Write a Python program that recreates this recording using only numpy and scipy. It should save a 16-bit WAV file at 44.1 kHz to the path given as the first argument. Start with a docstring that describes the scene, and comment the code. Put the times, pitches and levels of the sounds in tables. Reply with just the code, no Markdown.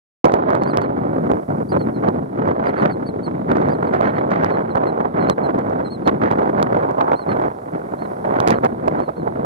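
"""The microphone opens abruptly after a quarter of a second, on a beach where surf rumbles and hisses.
At once a stiff breeze buffets its two ports (sound holes); the hardest slams overload it and crack.
From 0.6 s a young tern a few metres away begs in bunches of thin whistles that arch up and fall.
After 7.5 s the whistles come singly and fainter, while the wind slams on to the end."""
import sys
import numpy as np
from scipy import signal
from scipy.fft import rfft, irfft, next_fast_len
from scipy.io import wavfile
from scipy.ndimage import uniform_filter1d

SR = 44100
rng = np.random.default_rng(int(sys.argv[2]) if len(sys.argv) > 2 else 0)


def materialize(psi):
    """Save the field psi as 16-bit PCM at rate SR to the path in sys.argv[1].

    A 1-D psi becomes a single channel; in a 2-D psi each row is a channel.
    """
    bounded = np.clip(np.atleast_2d(psi).T, -1, 1)
    quanta = np.round(bounded * 32767).astype(np.int16)
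    wavfile.write(sys.argv[1], SR, quanta)


N = 416744
TIME = np.arange(N) / SR
FFT_SIZE = next_fast_len(N, real=True)
FREQS = np.fft.rfftfreq(FFT_SIZE, 1 / SR) + 1e-3
BANDS_HZ = 28 * 2 ** np.arange(0, 9.5, .5)  # half an octave apart


def amp(db):
    """Turn decibels into a gain."""
    return 10 ** (np.asarray(db) / 20)


def unit(x):
    """Scale a signal to an average strength (rms) of 1."""
    return x / np.sqrt(np.mean(x ** 2))


def at_pitch(hz, table, column=1):
    """Read between the rows of a table whose first column is pitch, stepping in octaves."""
    table = np.array(table)
    return np.interp(np.log(hz), np.log(table[:, 0]), table[:, column])


def filtered(x, response):
    """Scale and delay each frequency of a sound as the response says."""
    return irfft(rfft(x, FFT_SIZE) * response, FFT_SIZE)[..., :N]


def band_noise(hz):
    """Half an octave of noise with soft edges, strength 1."""
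    octaves = np.log2(FREQS / hz)
    inside = np.abs(octaves) < .5
    random_bins = rng.standard_normal((inside.sum(), 2)) @ [1, 1j]
    spectrum = np.zeros(len(FREQS), complex)
    spectrum[inside] = np.cos(np.pi * octaves[inside]) * random_bins
    return unit(irfft(spectrum)[:N])


def drift(per_s):
    """A random curve of strength 1 that glides to per_s new values each second."""
    size = SR // per_s
    held = np.repeat(rng.standard_normal(N // size + 1), size)
    return unit(uniform_filter1d(held, size)[:N])


# The tone of the sea: (pitch [Hz], level per half octave [dB])
SURF_TONE = [(35, -65), (200, -44.5), (700, -45.5), (1500, -75), (3000, -65), (6000, -77), (10500, -68.5),
             (15500, -80.5)]
# The hiss of foam running up the sand: (time [s], relative level [dB])
FOAM_HISS = [(0.8, -75.5), (1.3, -67.5), (1.901, -68), (2.5, -73), (3.7, -69.5), (4.7, -72.5), (7.201, -69),
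             (8.15, -66), (8.751, -69.5)]


def surf():
    """Breakers rumble with a slow swell; foam hisses above them, spread wide between the ears."""
    times, foam_db = np.transpose(FOAM_HISS)
    foam = unit(amp(np.interp(TIME, times, foam_db)))
    breakers = unit(amp(2 * drift(per_s=1)))
    out = np.zeros((2, N))
    for hz in BANDS_HZ:
        width = min(hz / 2500, .8)
        mid, side = band_noise(hz), width * band_noise(hz)
        swell = foam if hz > 4000 else breakers
        gain = amp(at_pitch(hz, SURF_TONE) + .5 * drift(per_s=8)) * swell
        out += gain * np.array([mid + side, mid - side]) / np.hypot(1, width)
    return out


# Wind has three strengths: push (big eddies, bass), churn (small eddies, middle) and rasp (treble).
# The breeze that never stops: (time [s], push [dB], churn [dB])
STEADY_BREEZE = [(.25, -26.5, -15.5), (1.05, -19.5, -23.5), (1.33, -17, -19.5), (1.46, -33.5, -33),
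                 (1.68, -23.5, -34), (1.88, -19, -21), (2.32, -25.5, -31), (2.631, -23.5, -20.5),
                 (3.15, -24, -29), (3.45, -22, -26.5), (4.05, -21.5, -17.5), (4.582, -24, -16.5),
                 (4.7, -25, -24.5), (5.35, -28, -28), (5.55, -20, -19.5), (5.801, -23.5, -18),
                 (5.9, -26, -30.5), (6.17, -22.5, -26), (6.35, -22, -17), (6.72, -21.5, -17),
                 (7.2, -36.5, -24), (7.62, -37, -29.5), (8.16, -31, -26), (8.72, -24.5, -25.5),
                 (9.141, -46, -34.5), (9.45, -20.5, -23)]
# Separate gusts: (start [s], length [s], push [dB], churn [dB], rasp [dB])
WIND_GUSTS = [(0.467, 0.11, -28.5, -18, -16), (0.726, 0.14, -22, -19.5, -15.5),
              (1.289, 0.05, -36, -16.5, -37), (1.48, 0.152, -20.5, -21.5, -26.5),
              (1.714, 0.057, -17, -15, -17.5), (2.03, 0.074, -19.5, -15.5, -15),
              (2.137, 0.056, -18, -19.5, -20), (2.367, 0.15, -20.5, -19, -19),
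              (2.631, 0.17, -37, -24, -15.5), (2.803, 0.11, -21, -17, -11.5),
              (3.48, 0.257, -20, -18.5, -16.5), (3.928, 0.27, -39, -36, -13.5),
              (4.295, 0.21, -29, -47, -10), (4.742, 0.334, -31, -18, -22),
              (5.134, 0.193, -19.5, -15.5, -14), (5.369, 0.136, -32.5, -15.5, -17.5),
              (6.052, 0.043, -24, -14.5, -10.5), (6.209, 0.12, -23.5, -19.5, -9.5),
              (6.836, 0.12, -32, -19, -46), (6.975, 0.1745, -26.5, -12.5, -19.5),
              (7.255, 0.229, -24, -17, -19.5), (7.294, 0.044, -18.5, -37, -8.5),
              (7.721, 0.044, -21, -24.5, -20), (7.858, 0.2, -33.5, -28, -26.5),
              (8.242, 0.33, -27.5, -17, -18), (8.459, 0.09, -19, -31, -8.5),
              (8.628, 0.037, -37, -8.5, -8.5), (8.818, 0.224, -22.5, -20.5, -22.5),
              (9.166, 0.15, -24, -28.5, -34)]


def airflow(attack_s=0.01, release_s=0.0034, breeze_rasp_db=-3, sway_db=0.8):
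    """Push, churn and rasp in dB: each gust swells, holds and dies away on top of the breeze."""
    times, push, churn = np.transpose(STEADY_BREEZE)
    power = amp([np.interp(TIME, times, db) for db in (push, churn, churn + breeze_rasp_db)]) ** 2
    for start, length, *levels_db in WIND_GUSTS:
        span = slice(int(start * SR), int((start + length + .2) * SR))
        t = TIME[span] - start
        envelope = np.clip(t / attack_s, 0, 1) * np.exp(-np.maximum(t - length, 0) / release_s)
        power[:, span] += np.outer(amp(levels_db), envelope) ** 2
    return 10 * np.log10(power) + sway_db * drift(per_s=24)


# The tone of wind in the port that faces it: (pitch [Hz], level per half octave [dB])
WIND_TONE = [(35, -107), (60, -61), (120, -35), (220, -30), (400, -27), (700, -23), (1200, -28.5),
             (2000, -38), (3200, -58.5), (5000, -66.5), (15000, -100)]


def eddies(push_db, churn_db, rasp_db, bursts_per_s=220, bass_flutter_db=1.53, treble_flutter_db=6.0):
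    """Swirling air roars. Small eddies come in bursts, so the treble flutters harder than the bass."""
    kicks = (rng.random(N) < bursts_per_s / SR) * rng.random(N)
    bursts = filtered(kicks, 1 / (1 + 1j * FREQS / 45) / (1 + 1j * FREQS / 500))  # each fades in a few ms
    bursts = 2.6 * np.tanh(unit(bursts - bursts.mean()) / 2.6)
    # the port rings hollow when churn outweighs push, and higher the more it does
    hollow = np.clip((churn_db - push_db) / 16, 0, 1)
    hollow_hz = 620 + 300 * hollow
    shared, left_only = np.zeros(N), np.zeros(N)
    for hz in BANDS_HZ:
        past_bass = at_pitch(hz, [(280, 0), (750, 1)])
        past_middle = at_pitch(hz, [(950, 0), (1900, 1)])
        drive_db = push_db + past_bass * (churn_db - push_db) + past_middle * (rasp_db - churn_db)
        flutter_db = at_pitch(hz, [(150, bass_flutter_db), (3000, treble_flutter_db)])
        ring_db = 4.5 * hollow / (1 + (2 * (hz / hollow_hz - hollow_hz / hz)) ** 2)
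        swell = unit(amp(drive_db + ring_db + flutter_db * bursts)) * amp(at_pitch(hz, WIND_TONE))
        shared += swell * band_noise(hz)
        left_only += swell * band_noise(hz)
    return shared, left_only


def puffs(churn_db, puff_db=-6, puff_hz=720, per_s=90):
    """Single whirls of air pop against the port, most small, a few large, harder as the air churns."""
    sizes = amp(3 * np.minimum(rng.standard_exponential(N), 2)) * rng.choice([-1, 1], N)
    kicks = sizes * (rng.random(N) < per_s / SR)
    ratio = 1j * FREQS / puff_hz
    pops = filtered(kicks, ratio / (1 + ratio + ratio ** 2) ** 2 / (1 + ratio / 2))
    return unit(pops) * amp(puff_db + churn_db)


# Hard hits of wind: (time [s], pressure swing [dB], swirl time either side [s], steep front [dB])
WIND_SLAMS = [ (.245, 1.5, 0.0022, -15), (0.255, 0, 0.012, -10), (.321, -9, 0.0012, -16),
              (0.34, -0.5, 0.0037, -11.5), (0.505, -3, 0.00058, -17.5), (.552, 0.5, 0.0017, -15),
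              (.636, -10, 0.00067, -17), (0.773, 1, 0.00023, -8), (0.818, -8, 0.004, -18.5),
              (1.317, -2.5, 0.0015, -24), (2.087, -3, 0.0048, -24), (2.476, -3.5, 0.0026, -37),
              (3.28, -11, 0.0034, -33), (3.57, -5, 0.00073, -21), (3.687, -4, 0.0014, -23),
              (3.939, -5, .002, -24), (4.011, -2.5, 0.0022, -25), (4.308, -13, 0.0023, -21),
              (4.446, -1, 0.0011, -20), (4.757, -2, 0.0013, -22), (5.299, 2, 0.0028, -6.5),
              (6.076, 1, 0.0056, -12), (6.313, -2.5, 0.0044, -17.5), (6.628, -0.5, 0.0021, -6.5),
              (7.939, -8.5, 0.0037, -50), (8.403, -1.5, 0.0017, -7), (8.476, 3.5, 0.0017, -6),
              (8.485, -5.5, 0.003, -7.5), (8.506, -2.5, 0.0081, -4.5), (8.587, -8, 0.0013, -30),
              (8.649, -6, 0.006, -11.5), (8.882, -1.5, 0.0049, -24), (9.003, -6.5, 0.0011, -26),
              (9.092, -8, 0.0092, -29), (9.277, -7, 0.0089, -34)]


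def slams(swirl_db=-7, swirl_hz=750, swing_s=0.00024, front_s=0.000015, relax_s=0.00022,
          crunch_per_s=900, crunch_hz=2200, crunch_db=-28):
    """A big whirl hits the port: the pressure swings, its steep front cracks and small fronts crunch."""
    out = np.zeros(N)
    swirl = unit(filtered(rng.standard_normal(N), FREQS / swirl_hz / (1 + (FREQS / swirl_hz) ** 5)))
    ticks = rng.standard_normal(N) * (rng.random(N) < crunch_per_s / SR)
    ratio = 1j * FREQS / crunch_hz
    crunch_tone = ratio ** 2 / (1 + ratio + ratio ** 2) / (1 + ratio) ** 2
    crunch = amp(crunch_db) * unit(filtered(ticks, crunch_tone))
    for hit_s, swing_db, swirl_s, front_db in WIND_SLAMS:
        span = slice(int((hit_s - .04) * SR), int((hit_s + .04) * SR))
        t = TIME[span] - hit_s
        core = np.exp(-.5 * (t / swing_s) ** 2)
        swing = np.exp(.5) * t / swing_s * core
        steepness = amp(front_db) ** .3  # a weak front is also blunter
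        front = np.tanh(t / front_s * steepness) * np.exp(-np.abs(t) / relax_s)
        small_fronts = crunch[span] * np.exp(-np.abs(t) / (2 * swirl_s))
        around = amp(swirl_db) * swirl[span] * np.exp(-.5 * (t / swirl_s) ** 2) * (1 - core)
        out[span] += amp(swing_db) * (swing + around) + amp(front_db) * (front + small_fronts)
    return out


# The sheltered left port compared with the right: (pitch [Hz], lag [radians], gain [dB])
SHELTERED_PORT = [(60, 0, .5), (130, .1, 1.5), (280, 1.1, 2), (430, 1.9, 0), (700, 2.6, -3),
                  (1400, 3.1, -6), (2100, 3.7, -7), (6000, 9.2, -6)]


def wind(membrane_limit=.7, left_slam_db=-3):
    """Eddies strike the right port, then reach the left later and duller, mixed with its own eddies."""
    push_db, churn_db, rasp_db = airflow()
    shared, left_only = eddies(push_db, churn_db, rasp_db)
    right = shared + puffs(churn_db)
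    own_share = np.interp(FREQS, [80, 250, 700], [0.029, 0.31, 0.63])
    delay = np.exp(-1j * at_pitch(FREQS, SHELTERED_PORT, column=1))
    gain = amp(at_pitch(FREQS, SHELTERED_PORT, column=2))
    carried_over = filtered(right, gain * np.sqrt(1 - own_share ** 2) * delay)
    left = carried_over + filtered(left_only, gain * own_share)
    # the microphone's membranes give way softly on the peaks, which roughens strong gusts
    pressure = np.array([left, right])
    pressure = pressure / (1 + (pressure / membrane_limit) ** 4) ** .25
    slam = slams()  # large enough to hit both ports
    return pressure + np.array([amp(left_slam_db) * filtered(slam, gain * delay), slam])


def crackle(load, crack_db=-39, crack_hz=4200):
    """The input sputters on each peak that nears full load: dull ticks in gusts, a dry crack on a slam."""
    ratio = FREQS / crack_hz
    spikes = rng.standard_normal((2, N)) ** 5
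    fizz = unit(filtered(spikes, ratio ** 2 / (1 + ratio ** 2) ** 2.4))
    return amp(crack_db) * fizz * np.abs(load) ** 3


def whistle_pitch(t, length, top_hz, strain, sag_hz_per_s=1700, rise_s=0.011, break_s=0.0008):
    """Easy calls start nearly level and droop; strained ones rise, hold, break to a lower note and sink."""
    # a higher call starts and ends higher, a longer one lower
    above_easy_hz, sag_hz = top_hz - 4290, sag_hz_per_s * length
    start_hz = min(top_hz, 4310 + 0.25 * above_easy_hz - sag_hz)
    end_hz = 3990 + 0.4 * above_easy_hz - sag_hz
    low_hz = min(top_hz, 4400 - 150 * strain)
    fall_s = np.interp(strain, [0, .5], [0.0255 + 0.41 * length, 0.026])
    top_ends_s = max(length - fall_s, 1e-3)
    top_starts_s = top_ends_s * (1 - .6 * np.sqrt(strain))
    risen = np.cos(np.pi / 2 * np.clip((top_starts_s - t) / min(top_starts_s, rise_s), 0, 1)) ** 2
    broken = (1 + np.tanh((t - top_ends_s) / break_s)) / 2
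    sunk = np.clip((t - top_ends_s) / fall_s, 0, 1) ** (1.7 - strain)
    return start_hz + (top_hz - start_hz) * risen + (low_hz - top_hz) * broken + (end_hz - low_hz) * sunk


# The bird's begging calls: (start [s], length [s], top pitch [Hz], level before the beak shapes it [dB])
BEGGING_CALLS = [ (0.607, 0.065, 4450, -54), (0.665, 0.067, 4670, -47), (0.803, 0.056, 4560, -52.5),
                 (1.683, 0.061, 4760, -47), (1.786, 0.059, 4400, -49.5), (1.937, 0.054, 4240, -54),
                 (2.655, 0.054, 4780, -50), (2.766, 0.061, 4600, -51), (2.902, 0.051, 4520, -48.5),
                 (3.055, 0.054, 4530, -46), (3.227, 0.054, 4500, -43), (3.637, 0.046, 4440, -64),
                 (3.692, 0.072, 4750, -54.5), (3.86, 0.041, 4650, -57), (4.047, 0.073, 4240, -58),
                 (4.149, 0.068, 4270, -58), (4.508, 0.065, 4260, -54), (4.694, 0.042, 4210, -52),
                 (4.86, 0.055, 4230, -48), (5.195, 0.072, 4210, -50.5), (5.274, 0.068, 4250, -45),
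                 (5.427, 0.053, 4210, -47), (5.842, 0.054, 4180, -44.5), (5.896, 0.075, 4320, -43),
                 (6.048, 0.054, 4270, -47), (7.149, 0.1, 4360, -50.5), (7.28, 0.067, 4300, -49),
                 (7.974, 0.099, 4330, -58.5), (8.54, 0.046, 4320, -56), (8.975, 0.12, 4370, -61),
                 (9.154, 0.075, 4300, -61)]


def tern(beak_hz=4330, beak_width_hz=600, overtone_db=-22, waver=0.0033, attack_s=0.014, release_s=0.02):
    """Nearly pure whistles, strongest near the pitch at which the throat and beak ring."""
    out = np.zeros(N)
    wobble, tremble = 1 + waver * drift(per_s=250), amp(drift(per_s=150))
    for start, length, top_hz, db in BEGGING_CALLS:
        span = slice(int(start * SR), int((start + length) * SR))
        t = TIME[span] - start
        strain = np.clip((top_hz - 4300) / 450, 0, 1)  # high calls are strained
        hz = whistle_pitch(t, length, top_hz, strain) * wobble[span]
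        phase = 2 * np.pi * np.cumsum(hz) / SR
        beak = 1 / np.hypot(1, (hz - beak_hz) / beak_width_hz)
        ramp = np.clip(np.minimum(t / attack_s, (length - t) / release_s), 0, 1)
        effort = np.sin(np.pi / 2 * ramp) ** 2
        overtone = amp(overtone_db + 6 * strain ** .5) * np.sin(2 * phase)
        out[span] += np.sqrt(2) * amp(db) * effort * tremble[span] * (beak * np.sin(phase) + overtone)
    return out


def scene():
    """Bird, wind and sea with no echo. The bird is straight ahead, the same in both ears."""
    return tern() + wind() + surf()


def record(dry, open_s=.242, ceiling=0.76, notch_hz=2850, notch_width_hz=480, bass_hz=52, top_hz=15900):
    """The input opens and clips the hardest slams; deep bass, a narrow treble band and the top are cut."""
    opened = np.clip((TIME - open_s) / .002, 0, 1)
    limit = ceiling + (1 - ceiling) * np.exp(-np.maximum(TIME - open_s, 0) / .25)  # settles from 1
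    clipped = np.clip(dry * opened, -limit, limit)
    heard = clipped + crackle(clipped / limit)
    heard = filtered(heard, 1 - .5 / (1 + ((FREQS - notch_hz) / notch_width_hz) ** 2))
    heard = signal.sosfilt(signal.butter(3, bass_hz, "high", fs=SR, output="sos"), heard)
    return signal.sosfilt(signal.ellip(8, .2, 70, top_hz, fs=SR, output="sos"), heard)


dry = scene()
out = record(dry)
materialize(out)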